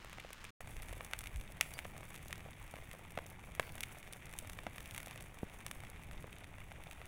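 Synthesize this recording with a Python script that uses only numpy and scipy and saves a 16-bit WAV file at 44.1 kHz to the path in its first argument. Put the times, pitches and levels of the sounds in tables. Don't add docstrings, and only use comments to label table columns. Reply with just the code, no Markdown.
import sys
import numpy as np
from scipy import signal
from scipy.fft import rfft, irfft
from scipy.io import wavfile
from scipy.ndimage import uniform_filter1d

SR = 44100
rng = np.random.default_rng(int(sys.argv[2]) if len(sys.argv) > 2 else 0)


def master(y):
    cut = np.clip(np.atleast_2d(y).T, -1, 1)
    pcm = np.round(cut * 32767)
    wavfile.write(sys.argv[1], SR, pcm.astype(np.int16))


N = 311787
TIME_S = np.arange(N) / SR
ASPHALT_END_S, BANK_START_S = 0.505, 0.6055

# freq_hz, density_db
SIZZLE_SPECTRUM = [(1500, 3), (3000, -25), (4500, 11), (7000, -6.5), (11000, -5.5), (16000, 5)]


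def loud_pops():
    # start_s, blast_db, pitch_hz, snap_db
    events = [(0.0467, -48, 935, -52), (.129, -50, 1530, -58), (0.1843, -45, 1200, -81),
              (0.2482, -45.5, 480, -76), (.3309, -49.5, 2510, -43.5), (.607, -45.5, 1000, -53.5),
              (.6741, -49.5, 1030, -51.5), (0.822, -57, 1110, -45.5), (0.928, -45.5, 590, -48),
              (1.0078, -40, 1110, -73), (1.0477, -56, 1510, -43), (1.1347, -31.5, 1820, -46),
              (1.19, -53, 2820, -37), (1.2393, -49, 1940, -46), (1.2591, -47, 1610, -53),
              (1.2718, -43.5, 2730, -46), (1.3604, -49.5, 2340, -49.5), (1.4121, -50.5, 1520, -49.5),
              (1.6108, -23.5, 2270, -25.5), (1.628, -44.5, 2340, -50), (1.7386, -50, 1970, -42.5),
              (1.7901, -37, 2120, -44.5), (1.8527, -42.5, 646, -65), (1.979, -53, 2350, -48.5),
              (2.031, -47.5, 1150, -75), (2.1545, -55, 1940, -49), (2.161, -52, 2300, -49),
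              (2.2824, -68, 1710, -45.5), (2.3082, -47.5, 1710, -53), (2.3283, -37, 2040, -42.5),
              (2.461, -47.5, 430, -69), (2.7121, -71, 1940, -52), (2.7396, -43, 560, -60),
              (2.7667, -49.5, 810, -59), (2.9137, -47.5, 1950, -52), (2.9387, -49.5, 710, -72),
              (3.1755, -33, 690, -67), (3.1882, -38.5, 890, -56), (3.2644, -71, 1420, -47.5),
              (3.3006, -59.5, 1100, -50), (3.5507, -50, 1410, -47), (3.597, -25.5, 1060, -38.5),
              (3.6287, -45.5, 1710, -65), (3.7215, -63, 2200, -50), (3.7805, -46.5, 1510, -51),
              (3.8068, -45, 2200, -35.5), (3.8323, -47, 2500, -40), (3.8356, -35, 2640, -45),
              (4.1269, -60, 2000, -44.5), (4.134, -49, 2650, -44), (4.2568, -67, 1710, -48.5),
              (4.3376, -46.5, 1310, -49), (4.388, -47, 2870, -34.5), (4.473, -61, 2200, -49),
              (4.4974, -47.5, 1260, -42.5), (4.5888, -41, 1360, -71), (4.667, -35, 760, -78),
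              (4.7821, -42, 1880, -50), (4.9104, -48, 3010, -45.5), (4.9474, -47, 1940, -45),
              (4.9633, -47, 1950, -46), (4.979, -40.5, 2000, -39.5), (5.003, -47, 2070, -48),
              (5.0305, -50, 1180, -46), (5.0605, -67, 810, -43.5), (5.1104, -47.5, 2400, -49),
              (5.118, -53, 1180, -67), (5.2243, -63, 410, -47), (5.6648, -42.5, 1630, -38.5),
              (5.7129, -40.5, 1690, -40.5), (5.8041, -50.5, 2360, -55), (5.8364, -47.5, 1080, -58),
              (5.9002, -61, 2300, -48), (6.1124, -48, 1710, -56), (6.2425, -45.5, 420, -100),
              (6.329, -48, 2340, -59), (6.443, -48.5, 2070, -59), (6.7178, -45, 1140, -77),
              (6.8684, -50, 590, -73), (6.912, -47.5, 2430, -50), (7.016, -46.5, 1020, -69)]
    out = np.zeros(N)
    for start_s, blast_db, pitch_hz, snap_db in events:
        add(out, start_s, pop(blast_db, pitch_hz, snap_db))
    return out


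def small_pops(blast_db=-55, snap_db=-57.5, blast_range_db=4, snap_range_db=7,
               low_hz=600, high_hz=2700, follow=0.99, count=110):
    out = np.zeros(N)
    for k, (delay, size, strength, sharpness) in enumerate(rng.random((count, 4))):
        start_s = (k + 2 * delay) / count * N / SR
        pitch_hz = high_hz * (low_hz / high_hz) ** (size ** 2)
        fire_db = follow * burn_db(start_s)
        body_db = blast_db + fire_db + blast_range_db * (2 * strength - 1)
        front_db = snap_db + fire_db + snap_range_db * (2 * sharpness - 1)
        add(out, start_s, pop(body_db, pitch_hz, front_db))
    return out


def pop(blast_db, pitch_hz, snap_db, mirror_hz=1700, snap_hz=4400, top_hz=13000, dull_db=-33):
    bounce = 0.85 / (1 + (pitch_hz / mirror_hz) ** 2 / 2)
    body = ground(burst(pitch_hz), bounce=bounce, scatter=0.3, linger=0.22)
    click = snap(snap_hz, top_hz / (1 + amp(snap_db - dull_db)))
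    front = ground(click, bounce=0.81, scatter=1.0, linger=0.46)
    return amp(blast_db) * body + amp(snap_db) * front


def burst(pitch_hz, tight_hz=2300, ring_hz=2050, puff_hz=220):
    pulse = unit(blast(pitch_hz, q=0.44 + (pitch_hz / tight_hz) ** 2))
    ring = 0.033 * unit(blast(ring_hz, q=2))
    puff = 0.23 / (1 + (pitch_hz / 1000) ** 2) * unit(blast(puff_hz, q=0.3))
    return pulse + ring + puff


def blast(pitch_hz, q, size=1024):
    s = 1j * np.fft.rfftfreq(size, 1 / SR) / pitch_hz
    return -irfft(s / (1 + s / q + s * s) / (1 + s / 2))


def snap(corner_hz, top_hz=15000, size=1024):
    freq_hz = np.fft.rfftfreq(size, 1 / SR)
    s = 1j * freq_hz / corner_hz
    return irfft((s / (1 + s)) ** 2 / (1 + 1j * freq_hz / top_hz))


def frying(level_db=-57, fade_s=0.0013, steady=0.17, follow=0.46):
    # freq_hz, density_db
    spectrum = [(250, -7.5), (450, -6), (700, 2.5), (1300, 4.5), (1900, 4.5), (2400, 4), (3000, 0),
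                (3600, -3), (4500, -12), (7000, -8.5), (11000, -13), (16000, -27)]
    bursts = clicks(per_s=420, spread_db=0.5, max_spreads=9.9)
    power = signal.lfilter([1], [1, -np.exp(-1 / (fade_s * SR))], bursts ** 2)
    envelope = unit(np.sqrt(steady + power / power.mean()))
    return noise(spectrum) * envelope * amp(level_db + follow * burn_db(TIME_S))


def crackle(level_db=-61.5, hiss_db=-67, per_s=340, clump_db=3, kinds=16):
    snaps = np.zeros(N)
    for corner_hz in np.geomspace(1500, 9000, kinds):
        tick = ground(snap(corner_hz), bounce=0.4, scatter=1.6, linger=0.75, scatter_s=0.001)
        snaps += signal.oaconvolve(clicks(per_s / kinds, spread_db=4), tick)[:N]
    stalks = amp(level_db) * unit(snaps * amp(clump_db * drift(rate_hz=27)))
    sap = amp(hiss_db) * noise(SIZZLE_SPECTRUM)
    return (stalks + sap) * amp(burn_db(TIME_S))


def simmer(level_db=-59.5, per_s=260, kinds=24):
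    out = np.zeros(N)
    for pitch_hz in np.geomspace(480, 2700, kinds):
        pocket = ground(blast(pitch_hz, q=1.75), bounce=0.38, scatter=1.0, linger=1.0)
        out += signal.oaconvolve(clicks(per_s / kinds, spread_db=4), pocket)[:N]
    return amp(level_db) * unit(out)


def burn_db(time_s):
    # time_s, level_db
    strength = [(.6, 5), (1.1, 4), (1.5, 0), (1.7, 4), (2.3, 2), (2.55, -1.5), (2.85, 2.5), (3.05, -1.5),
                (3.5, -2), (3.75, 5), (4.03, 1), (4.7, 1.5), (4.96, 7.5), (5.35, -1), (5.6, 1.5), (6.1, -2),
                (6.6, -3.5), (7.05, 0.5)]
    return np.interp(time_s, *np.transpose(strength))


def asphalt(level_db=-57.5):
    # freq_hz, density_db
    spectrum = [(200, 3.5), (550, -4), (950, 1), (1400, 2), (2700, 0), (4500, -9), (7000, -13),
                (12000, -22.5), (16000, -24)]
    spits = clicks(per_s=4000, spread_db=5.5, max_spreads=3.3) * rng.choice([-1, 1], N)
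    return amp(level_db) * unit(colour(spits, spectrum))


def thuds():
    # start_s, level_db, pitch_hz
    events = [(5.4318, -32.5, 137)]
    out = np.zeros(N)
    for start_s, level_db, pitch_hz in events:
        push = ground(blast(pitch_hz, q=0.49), bounce=0, scatter=0.16, linger=0.3)
        add(out, start_s, amp(level_db) * push)
    return out


def grit_sprays(rise_s=0.036):
    # start_s, level_db
    events = [(1.616, -56), (3.607, -51)]
    t = np.arange(SR // 3) / SR
    envelope = np.zeros(N)
    for start_s, level_db in events:
        add(envelope, start_s, amp(level_db) * t / rise_s * np.exp(1 - t / rise_s))
    return envelope * unit(colour(clicks(per_s=2500, spread_db=3), SIZZLE_SPECTRUM))


def steam_squeaks(waver=0.027):
    # start_s, length_s, pitch_hz, level_db
    events = [(1.729, 0.048, 4740, -59)]
    out = np.zeros(N)
    wander = 1 + waver * drift(rate_hz=700)
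    for start_s, length_s, pitch_hz, level_db in events:
        cycles = np.cumsum(pitch_hz * wander[:round(length_s * SR)]) / SR
        add(out, start_s, amp(level_db) * np.sin(2 * np.pi * cycles) * np.hanning(len(cycles)))
    return out


def ground(pulse, bounce, scatter, linger,
           delay_s=0.001752, scatter_s=0.00041, linger_s=0.0048, rms_window_s=0.0082):
    t = np.arange(len(pulse)) / SR
    near = rng.standard_normal(len(t)) * np.exp(-t / scatter_s)
    far = rng.standard_normal(len(t)) * np.exp(-t / linger_s)
    path = scatter * near / np.linalg.norm(near) + linger * far / np.linalg.norm(far)
    path[0] = 1
    reflection = bounce * np.array([1, 10, 1]) / 12
    add(path, delay_s * rng.uniform(0.75, 1.05), reflection)
    heard = signal.fftconvolve(pulse, path)[:len(t)]
    return heard / np.linalg.norm(heard) * np.sqrt(rms_window_s * SR)


def bank(fire, echo_db=-16, onset_s=0.0041, rise_s=0.014):
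    # freq_hz, t60_s
    decay = [(200, 0.082), (800, 0.39), (2500, 0.4), (6000, 0.2), (14000, 1)]
    # freq_hz, gain_db
    response = [(750, -2.5), (1100, -6), (1500, -7), (2300, -2), (3100, -7), (3600, -5), (4300, -14),
                (4600, -11), (4950, -17.5), (5400, -10), (6500, -8), (7200, -10), (8500, -6), (11000, -5),
                (12200, -9), (13000, -8.5), (14200, -14.5), (15300, -5), (16200, -17.5)]
    freq_hz, frame_s, bands = signal.stft(rng.standard_normal(SR // 2), SR, nperseg=256)
    fade = np.exp(-np.log(1000) * frame_s / log_interp(decay, freq_hz)[:, None])
    _, tail = signal.istft(bands * fade, SR, nperseg=256)
    t = np.arange(len(tail)) / SR
    tail *= 1 - np.exp(-np.maximum(t - onset_s, 0) / rise_s)
    echo = signal.fftconvolve(fire, tail / np.linalg.norm(tail))[:N]
    return colour(fire + amp(echo_db) * echo, response)


def wind(breeze_db=-58, lull_db=1, ramp_s=0.031):
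    # start_s, length_s, level_db
    gusts = [(.6, 0.4, -53.5), (1.162, 0.36, -59.5), (1.336, 0.077, -39.5), (2.584, 0.11, -55),
             (4.25, 0.48, -64), (6.07, 0.16, -58), (6.514, 0.092, -54)]
    # freq_hz, density_db
    spectrum = [(10, 1), (30, 1.5), (55, -0.5), (100, -6.5), (170, -25), (400, -51), (1500, -65)]
    envelope = amp(breeze_db + lull_db * drift(rate_hz=4.4))
    for start_s, length_s, level_db in gusts:
        t = np.arange(0, length_s, 1 / SR)
        trapezoid = np.minimum(np.minimum(t, length_s - t) / ramp_s, 1)
        add(envelope, start_s, amp(level_db) * trapezoid)
    return envelope * noise(spectrum)


def rumble(level_db=-57, road_db=-5, swell_db=1):
    # freq_hz, density_db
    spectrum = [(20, -11.5), (50, -3), (85, 1), (160, -2), (230, -9.5), (330, -12), (600, -21.5),
                (1500, -57), (5000, -50)]
    by_road = TIME_S < ASPHALT_END_S
    return noise(spectrum) * amp(level_db + road_db * by_road + swell_db * drift(rate_hz=2.5))


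def amp(db):
    return 10 ** (np.asarray(db) / 20)


def unit(x):
    return x / np.sqrt(np.mean(x ** 2) + 1e-20)


def log_interp(points, freq_hz):
    knots_hz, values = np.transpose(points)
    return np.interp(np.log(freq_hz + 1), np.log(knots_hz), values)


def colour(x, spectrum, size=4096):
    freq_hz = abs(np.fft.fftfreq(size, 1 / SR))
    log_gain = np.log(amp(log_interp(spectrum, freq_hz)))
    taps = np.fft.ifft(np.exp(np.conj(signal.hilbert(log_gain)))).real
    return signal.oaconvolve(x, taps[:size // 2])[:len(x)]


def noise(spectrum):
    gain = amp(log_interp(spectrum, np.fft.rfftfreq(N, 1 / SR)))
    return unit(irfft(rfft(rng.standard_normal(N)) * gain, N))


def drift(rate_hz):
    lowpass = np.exp(-(np.fft.rfftfreq(N, 1 / SR) / rate_hz) ** 2)
    return unit(irfft(rfft(rng.standard_normal(N)) * lowpass, N))


def clicks(per_s, spread_db, max_spreads=4.25):
    hits = rng.random(N) < per_s / SR
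    return hits * amp(spread_db * np.minimum(rng.exponential(1, N), max_spreads))


def add(mix, start_s, sound):
    part = mix[max(round(start_s * SR), 0):][:len(sound)]
    part += sound[:len(part)]


def scene():
    on_bank = TIME_S > ASPHALT_END_S
    bursts = loud_pops() + small_pops() + thuds() + grit_sprays()
    grass = on_bank * (crackle() + simmer() + frying())
    return (bank(bursts + grass) + steam_squeaks() + ~on_bank * asphalt() + wind() + rumble())[None]


def record(dry, cutoff_hz=16300):
    audible = (TIME_S < ASPHALT_END_S) | (TIME_S > BANK_START_S)
    gate = uniform_filter1d(audible.astype(float), size=64)
    lowpass = signal.firwin(255, cutoff_hz, window=("kaiser", 9), fs=SR)
    return signal.oaconvolve(dry * gate, lowpass[None], "same")


dry = scene()
out = record(dry)
master(out)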